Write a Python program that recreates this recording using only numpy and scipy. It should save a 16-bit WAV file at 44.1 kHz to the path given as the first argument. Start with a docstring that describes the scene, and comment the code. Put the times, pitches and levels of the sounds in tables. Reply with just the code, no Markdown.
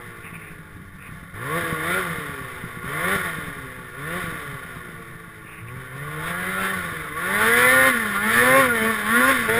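"""First a snowmobile coasting in through soft snow, popping softly, then surge after surge of the throttle.
The microphone is in a small camera on the rider, close above the hood and facing ahead, later down to it.
Nearest is the clatter of engine and belt drive, partials and noise bursts locked to the firings of a two-stroke twin.
The exhaust hums and barks in filtered firing harmonics and misfires in pressure pulses; filtered noise makes the
ski swishes, rumble and drone. The camera's coarse sampling adds a thin metallic sheen."""
import sys
import numpy as np
from scipy import signal
from scipy.fft import rfft, irfft, next_fast_len
from scipy.io import wavfile
from scipy.ndimage import uniform_filter1d

SR = 44100
rng = np.random.default_rng(int(sys.argv[2]) if len(sys.argv) > 2 else 0)


def master(y):
    """Save y as 16-bit WAV."""
    cut = np.clip(np.atleast_2d(y).T, -1, 1)
    pcm = np.round(cut * 32767)  # scale
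    wavfile.write(sys.argv[1], SR, pcm.astype(np.int16))


N = 422914
T = np.arange(N) / SR
MID_HZ = 170  # firing rate at which the level laws of the engine parts are stated


def undb(db):
    """Decibels to gain."""
    return 10 ** (np.asarray(db) / 20)


def unit(x):
    """Scale to rms 1."""
    return x / np.sqrt(np.mean(x ** 2))


def curves(table):
    """Each column of a timed table, sample by sample."""
    s, *columns = np.transpose(table)
    return [np.interp(T, s, c) for c in columns]


def shape(points, hz):
    """Gain of a (Hz, dB) spectrum at the given frequencies."""
    f, db = np.transpose(points)
    return undb(np.interp(np.log(hz + 1), np.log(f), db))


def colour(x, response):
    """Filter by a gain that depends on frequency."""
    size = next_fast_len(N + 4096)
    f = np.arange(size // 2 + 1) * SR / size
    return irfft(rfft(x, size) * response(f), size)[:N]


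def walk(rate):
    """Random wander of spread 1: straight lines between `rate` random points a second."""
    knots = rng.standard_normal(4096)
    return np.sqrt(3 / 2) * np.interp(T * rate, np.arange(len(knots)), knots)


def partial(order, cycles, waver_db, slip, rate):
    """One multiple of the firing rate, wavering in strength and slipping in phase (cycles)."""
    phase = order * cycles + rng.random() + slip * walk(rate)
    return undb(waver_db * walk(rate)) * np.sin(2 * np.pi * phase)


# Low rumble of the track and of air on the microphone.
# Each row: frequency in Hz, relative level per Hz in dB.
RUMBLE_SPECTRUM = [(20, 4.5), (50, 0.5), (90, 3.5), (170, 4.5), (260, -29), (800, -33.5)]


def rumble(hz, db=-46, rise_db=3):
    """Track and air rumble: unsteady filtered noise, growing with each octave of revs."""
    noise = unit(colour(rng.standard_normal(N), lambda f: shape(RUMBLE_SPECTRUM, f)))
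    return noise * undb(db + rise_db * np.log2(hz / 150) + 2 * walk(23))


def drone(hz, centre_hz=89, width_hz=24, db=-51, rise_db=7):
    """Low boom of the chassis: a narrow band of noise that grows with each octave of revs."""
    noise = rng.standard_normal(N)
    boom = unit(colour(noise, lambda f: 1 / (1 + (2 * (f - centre_hz) / width_hz) ** 4)))
    return boom * undb(db + rise_db * np.log2(hz / MID_HZ))


# Skis brushing the snow, low down ahead of the microphone.
# Each row: centre in seconds, half length in seconds, centre frequency in Hz, level in dB.
SKI_SWISHES = [(0.266, 0.026, 2410, -39), (0.351, 0.013, 2500, -36), (0.45, 0.065, 2350, -42.5),
               (1.052, 0.034, 2530, -44.5), (5.546, 0.063, 2507, -42.5), (5.69, 0.012, 2650, -43)]


def skis(width_hz=1700, edge_hz=2780):
    """Snow under the skis: short swells of grainy band-limited noise."""
    out = 0
    for s, half, centre_hz, db in SKI_SWISHES:

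        def band(f):
            peak = 1 / (1 + (2 * (f - centre_hz) / width_hz) ** 2)
            return peak / (1 + (f / edge_hz) ** 20)

        grains = rng.standard_normal(N) * undb(1.9 * walk(300))
        swell = np.exp(-((T - s) / half) ** 2 / 2)
        out = out + undb(db) * unit(colour(grains, band)) * swell
    return out


# Pushes of the throttle; the firing rate is two firings a crank turn, levels hold at MID_HZ before drift and flares.
# Each row: opens in seconds, shuts in seconds, firing rate at opening in Hz, rate at shutting in Hz,
# easing of the climb (1 = straight), time constant of the coast before it in seconds, squeeze time in seconds,
# throttle kept afterwards 0-1, clatter in dB, exhaust hum (fundamental) in dB, exhaust bark (overtones) in dB.
THROTTLE_PUSHES = [(1.334, 1.578, 90.17, 172.3, 1.08, 1.35, 0.019, 0.69, -24.5, -32.5, -29.5),
                   (1.809, 1.984, 156, 191.6, 0.92, 0.4, 0.05, 0.24, -25, -35.5, -33.5),
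                   (2.815, 3.142, 118.1, 201.3, 0.97, 0.31, 0.21, 0.059, -26, -34, -34),
                   (3.935, 4.178, 121.5, 183.5, 1.03, 0.31, 0.13, 0, -28.5, -35.5, -37),
                   (5.588, 5.78, 106.8, 132, 1.02, 0.4, 0.052, 0.49, -31.5, -35, -39.5),
                   (5.905, 6.16, 125.8, 153.9, 1.7, 0.3, 0.073, 0.92, -30.5, -34.5, -39),
                   (6.19, 6.732, 154.6, 192.7, 2.3, 0.3, 0.056, 0.05, -29.5, -38, -42.5),
                   (7.13, 7.883, 148.5, 265, 1.79, 0.28, 0.17, 0.0018, -26, -36, -37.5),
                   (8.16, 8.602, 196.4, 272.3, 1.16, 0.25, 0.32, 0.57, -27, -34, -33),
                   (8.802, 8.901, 218.7, 225.1, 0.98, 0.3617, 0.03, 0.032, -27.5, -29.5, -35.5),
                   (9.042, 9.309, 205.7, 273.4, 1.14, 0.24, 0.17, 0, -26.5, -30.5, -40),
                   (9.478, 9.599, 215.8, 237, 1.04, 0.41, 0.011, 0, -27, -38, -32)]
START_HZ = 120.88  # firing rate at the start of the first coast
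RELEASE_S = .033  # the throttle springs shut


def revs():
    """Firing rate: it climbs while the throttle is open and sinks, fast at first, once it is shut."""
    hz, last_s, last_hz = np.zeros(N), 0, START_HZ
    for opens, shuts, from_hz, top_hz, easing, coast_s, *_ in THROTTLE_PUSHES:
        fall = np.expm1(-np.clip(T - last_s, 0, None) / coast_s)
        sunk = fall / np.expm1((last_s - opens) / coast_s)
        hz = np.where(T >= last_s, last_hz + (from_hz - last_hz) * sunk, hz)
        to_go = np.interp(T, [opens, shuts], [1, 0]) ** easing
        hz = np.where(T >= opens, top_hz + (from_hz - top_hz) * to_go, hz)
        last_s, last_hz = shuts, top_hz
    return uniform_filter1d(hz, size=1323)  # 30 ms


def throttle(lag=1):
    """Throttle 0-1 (squeeze, hold, release) and the three levels of the current push; lag scales the squeeze."""
    knots, rest, before = [], 0, THROTTLE_PUSHES[0][-3:]
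    for opens, shuts, _, _, _, _, squeeze_s, kept, *levels in THROTTLE_PUSHES:
        full = min(opens + lag * squeeze_s, shuts)
        knots += [
            (opens, rest, *before),
            (full, 1, *levels),
            (shuts, 1, *levels),
            (shuts + RELEASE_S, kept, *levels),
        ]
        rest, before = kept, levels
    return curves(knots)


def effort(hz, opening, pull_db, pull_octave_db, coast_db, coast_octave_db):
    """Level of an engine part: it grows with each octave of revs, by one law coasting and another pulling."""
    octaves = np.log2(hz / MID_HZ)
    pulling = pull_db + pull_octave_db * octaves
    coasting = coast_db + coast_octave_db * octaves
    return opening * pulling + (1 - opening) * coasting


def pop(ring, push_s=.0011, ring_hz=168, decay_s=0.029):
    """One suck and push of pressure, then the silencer rings briefly."""
    t = np.arange(4096) / SR - np.pi * push_s
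    gulp = t / push_s * np.exp((1 - (t / push_s) ** 2) / 2)
    ringing = (t > 0) * np.sin(2 * np.pi * ring_hz * t) * np.exp(-np.abs(t) / decay_s)
    return gulp + ring * ringing


def soft_pops(opening, gap_s=0.32, db=-38, spread_db=3):
    """Kicks of the faint pops, at loose intervals, as unburnt fuel gathers off the throttle."""
    gaps, sizes = rng.standard_normal((200, 2)).T
    at = (np.cumsum(gap_s * np.exp(0.37 * gaps)) * SR).astype(int)
    kicks = np.zeros(N)
    kicks[at[at < N]] = undb(db + spread_db * sizes[at < N])
    return kicks * (1 - opening)


# The loudest late firings that pop in the pipe.
# Each row: time in seconds, relative level in dB.
LOUD_POPS = [(0.247, -34.5), (0.329, -29.5), (0.593, -31.5), (0.799, -31), (1.091, -28), (1.123, -27),
             (1.23, -32), (1.632, -23), (1.727, -17), (2.185, -23), (2.295, -26), (2.414, -27),
             (2.639, -22), (2.772, -26), (2.844, -23.5), (3.16, -19), (3.386, -21), (3.482, -24.5),
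             (3.567, -29.5), (4.24, -23.5), (4.325, -26.5), (4.53, -29), (4.652, -31), (4.768, -30.5),
             (5.155, -32), (5.279, -32), (5.765, -28), (6.851, -28), (6.925, -24)]


def misfires(hz, cycles, clatter_db, opening, pop_db=-3.5, burble_db=-28, follow=0.5, spread_db=3.0,
             clean_hz=215, lead_s=0.0023, hollow=1.0, pulling_db=-8):
    """Loud and soft pops, and a hollow burble of uneven firings that clears as the engine pulls and revs high."""
    firings = np.flatnonzero(np.diff(cycles.astype(int)))
    charge_db = spread_db * np.minimum(rng.exponential(size=len(firings)), 4)
    uneven = np.zeros(N)
    uneven[firings] = undb(charge_db) - undb(spread_db)
    level_db = burble_db + follow * clatter_db + pulling_db * opening
    uneven *= undb(level_db) / (1 + (hz / clean_hz) ** 10)
    late = soft_pops(opening)
    for s, db in LOUD_POPS:
        # started early, so the suck of pressure falls on the listed time
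        late[int((s - lead_s) * SR)] += undb(db + pop_db)
    pops = signal.fftconvolve(late, pop(ring=0.42))
    burble = signal.fftconvolve(uneven, pop(ring=hollow))
    return (pops + burble)[:N]


def blowdown(cycles, opening, bark_db, db=-7, fall_db=0.7, ring_hz=1090, width_hz=170, ring_db=11, count=11):
    """Under load each firing leaves the port as a sharp pulse that rings the header: a rasp of upper harmonics."""
    pulse = 0
    for order in np.arange(3, count):
        gain = undb(1.1 * walk(30) - fall_db * order)
        pulse = pulse + gain * np.cos(2 * np.pi * order * cycles)
    rung = colour(pulse, lambda f: undb(ring_db / (1 + (2 * (f - ring_hz) / width_hz) ** 2)))
    return -opening * undb(bark_db + db) * unit(rung)


# What the silencer lets through.
# Each row: frequency in Hz, relative gain in dB.
SILENCER = [(60, -37), (90, 6), (130, 2), (168, 7), (215, -17.5), (270, -8), (330, -7), (470, 1), (535, -2),
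            (590, -5.5), (660, -5.5), (760, -15.5), (1100, -42)]
# Exhaust overtones; the halves come from unequal cylinders.
# Each row: multiple of the firing rate, relative level in dB.
EXHAUST_OVERTONES = [(.5, -13), (1.5, -6.5), (2, 9.5), (2.5, -7), (3, 4.5), (3.5, -7.5), (4, -5)]
# above this rate it fires evenly even off the throttle; width of the change below it
STEADY_FROM_HZ, STEADY_SPAN_HZ = 194, 60


def exhaust(hz, cycles, opening, hum_db, bark_db, waver_db=2.35, coast_waver_db=3, gas_db=-15,
            coast_gas_db=3, resonant=0.31):
    """Firing harmonics through the silencer, steadier under load and more uneven when coasting."""
    coasting = (1 - opening) * np.clip((STEADY_FROM_HZ - hz) / STEADY_SPAN_HZ, 0, 1)
    hum_waver_db = waver_db + coast_waver_db * coasting
    hum = np.sqrt(2) * partial(0.99, cycles, hum_waver_db, slip=0.018, rate=45)
    overtones, power = 0, 0
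    for order, db in EXHAUST_OVERTONES:
        gain = undb(db) * shape(SILENCER, order * hz)
        overtones = overtones + gain * partial(order, cycles, waver_db, slip=0.026, rate=44)
        power = power + gain ** 2 / 2

    def gas_colour(f):
        low_cut = f ** 2 / (f ** 2 + 60 ** 2)
        return shape(SILENCER, f) * low_cut / (1 + (f / 900) ** 4)

    # turbulent gas leaves the pipe in one puff a firing
    puffs = rng.standard_normal(N) * (1 + np.cos(2 * np.pi * cycles))
    gas = undb(gas_db + coast_gas_db * coasting) * unit(colour(puffs, gas_colour))
    # the bark swells where its overtones meet the resonances of the pipe
    swell = (power / np.mean(power)) ** (resonant / 2)
    bark = swell * overtones / np.sqrt(power) + gas
    return undb(hum_db) * hum + undb(bark_db) * bark


def knocks(cycles, at_s=8.38, half_s=0.025, db=-3.5, ring_hz=1600, decay_s=0.00055):
    """One short run of hard, quickly damped knocks under load, one a crank turn."""
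    t = np.arange(512) / SR
    crank_turns = (cycles / 2).astype(int)
    hits = np.diff(crank_turns, prepend=0) * np.exp(-((T - at_s) / half_s) ** 2 / 2)
    knock = np.sin(2 * np.pi * ring_hz * t) * np.exp(-t / decay_s)
    return undb(db) * signal.fftconvolve(hits, knock)[:N]


# Slow drift of the clatter as the rider, and the microphone, shifts over the hood.
# Each row: time in seconds, level change in dB.
LEAN_OVER_HOOD = [(0, -1.6), (.93, -3.5), (1.1, 2.6), (1.5, -1), (3.1, 1), (3.8, -2), (4.8, -0.1),
                  (5.4, -2.5), (6.4, 0), (9.58, -2)]


def lean():
    """Drift of the clatter level in dB, straight from one position of the rider to the next."""
    return curves(LEAN_OVER_HOOD)[0]


# The clatter flares up briefly.
# Each row: centre in seconds, half length in seconds, lift in dB.
CLATTER_FLARES = [(1.93, 0.024, 1.5), (3.269, 0.023, 2.5), (6.284, 0.026, 3), (6.647, 0.041, 3),
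                  (7.43, 0.048, 2), (7.62, 0.091, 1.5), (8.162, .015, 6), (8.366, 0.051, 3),
                  (9.162, .035, 3), (9.495, 0.0054, 3.5)]


def flares():
    """Lift of the clatter in dB: each flare is a smooth swell."""
    return sum(db * np.exp(-((T - s) / half) ** 2 / 2) for s, half, db in CLATTER_FLARES)


# Broad colour of the clatter close to the hood.
# Each row: frequency in Hz, relative level per Hz in dB.
HOOD_COLOUR = [(100, -24.5), (480, -9), (620, -17), (940, -20), (1080, -8.5), (2150, -7), (2400, -13),
               (2800, -21), (3050, -19.5), (3780, -18.5), (4150, -29), (5400, -25), (5700, -38.5)]
# Panel and cavity resonances of the hood, and one notch.
# Each row: centre in Hz, width in Hz, lift in dB.
HOOD_RESONANCES = [(688, 27, 9.5), (874.5, 30, 12), (1135, 128, 9.5), (1261, 36, -11), (1430, 68, 10.5),
                   (1658, 48, 3.5), (1795, 128, 7.5), (2041, 54, 7), (3094, 117, 7), (3575, 236, 7.5)]


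def hood(hz):
    """Response of the hood: its resonances on a broad hump."""
    lift_db = sum(db / (1 + (2 * (hz - f) / width) ** 2) for f, width, db in HOOD_RESONANCES)
    return shape(HOOD_COLOUR, hz) * undb(lift_db)


# Partials that stand out of the clatter at high revs.
# Each row: multiple of the firing rate, lift in dB.
STANDOUT_PARTIALS = [(4, 5.5), (5, 3.5), (6, 6), (7, 5), (8, 7)]
ORDERS_FROM_HZ, ORDERS_SPAN_HZ = 153, 46.8  # firing rates over which they come out
# The rider and microphone face ahead at first, then turn down to the hood.
# Each row: time in seconds, treble gain in dB.
FACING = [(.95, -2), (1.3, -1)]


def clatter(hz, cycles, db, shimmer_db=4.5, noise_db=-1.5, smoothing_db=-3, knock_decay=0.37,
            scatter_db=1.2, grind=4.7, overrun_db=5, thinning_db=-4, fall_db=0.15):
    """Piston, clutch and belt noise: a pattern that repeats each crank turn, plus a rattling burst a firing."""
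    lifts = dict(STANDOUT_PARTIALS)
    racing = np.clip((hz - 150) / 90, 0, 1)
    standing = np.clip((hz - ORDERS_FROM_HZ) / ORDERS_SPAN_HZ, 0, 1)
    pattern = 0
    for order in np.arange(7, 50) / 2:
        gain = undb(standing * lifts.get(order, 0) - fall_db * order)
        pattern = pattern + gain * partial(order, cycles, shimmer_db, slip=0.11, rate=17)
    # steady grinding plus a burst that dies away within each firing, each firing of its own size
    size = undb(scatter_db * rng.standard_normal(4096))[cycles.astype(int)]
    burst = np.exp(-(cycles % 1) / knock_decay)
    rattle = rng.standard_normal(N) * size * (grind + burst)
    # at speed the parts run more regularly, and the tones stand further out
    rattle_db = noise_db + smoothing_db * np.log2(hz / 180)
    # as the revs fall (octaves a second) the drive goes slack and rattles more
    climb = uniform_filter1d(np.gradient(np.log2(hz)) * SR, size=2205)
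    rattle_db = rattle_db + overrun_db * np.clip(-climb, 0, 1)
    sound = unit(colour(pattern, hood)) + undb(rattle_db) * unit(colour(rattle, hood))
    # faster, harder contacts put less of their energy into the lower panel resonances
    low = colour(sound, lambda f: 1 / (1 + (f / 1300) ** 10))
    sound = sound + (undb(thinning_db * racing ** 2) - 1) * low
    # the treble is shaded while the rider faces away
    treble = colour(sound, lambda f: 1 - 1 / (1 + (f / 2800) ** 10))
    sound = sound + (undb(curves(FACING)[0]) - 1) * treble
    # evened out over 60 ms, so that db alone sets the level
    return undb(db) * sound / np.sqrt(uniform_filter1d(sound ** 2, size=2646))


def scene():
    """All parts of the sled, driven by the throttle and one slightly unsteady crank."""
    hz = revs()
    # the clatter answers the throttle first; hum and bark build up through the squeeze
    quick, clatter_pull, _, _ = throttle(lag=0.25)
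    firm, _, hum_pull, _ = throttle(lag=0.53)
    opening, _, _, bark_pull = throttle()
    clatter_db = effort(hz, quick, clatter_pull, pull_octave_db=18, coast_db=-29.5, coast_octave_db=17.5)
    clatter_db = clatter_db + lean() + flares()
    hum_db = effort(hz, firm, hum_pull, pull_octave_db=8, coast_db=-41.5, coast_octave_db=24.5)
    bark_db = effort(hz, opening, bark_pull, pull_octave_db=21.5, coast_db=-42.5, coast_octave_db=8)
    # running count of firings, two a crank turn
    cycles = np.cumsum(hz * (1 + 0.002503 * walk(60))) / SR
    background = rumble(hz) + drone(hz) + skis()
    pipe = misfires(hz, cycles, clatter_db, opening) + blowdown(cycles, opening, bark_db)
    pipe = pipe + exhaust(hz, cycles, quick, hum_db, bark_db)
    under_hood = knocks(cycles) + clatter(hz, cycles, clatter_db)
    return (background + pipe + under_hood)[None]


def record(dry, coarse_hz=12000, top_hz=15400):
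    """The camera holds each coarse sample for four steps, which mirrors the sound faintly into the treble."""
    coarse = signal.resample_poly(dry, coarse_hz, SR, axis=1, window=("kaiser", 4))
    steps = np.repeat(coarse, 4, axis=1)
    held = signal.resample_poly(steps, SR, 4 * coarse_hz, axis=1)[:, :N]
    low_pass = signal.ellip(10, .2, 80, top_hz, fs=SR, output="sos")
    return signal.sosfilt(low_pass, held)


dry = scene()
out = record(dry)
master(out)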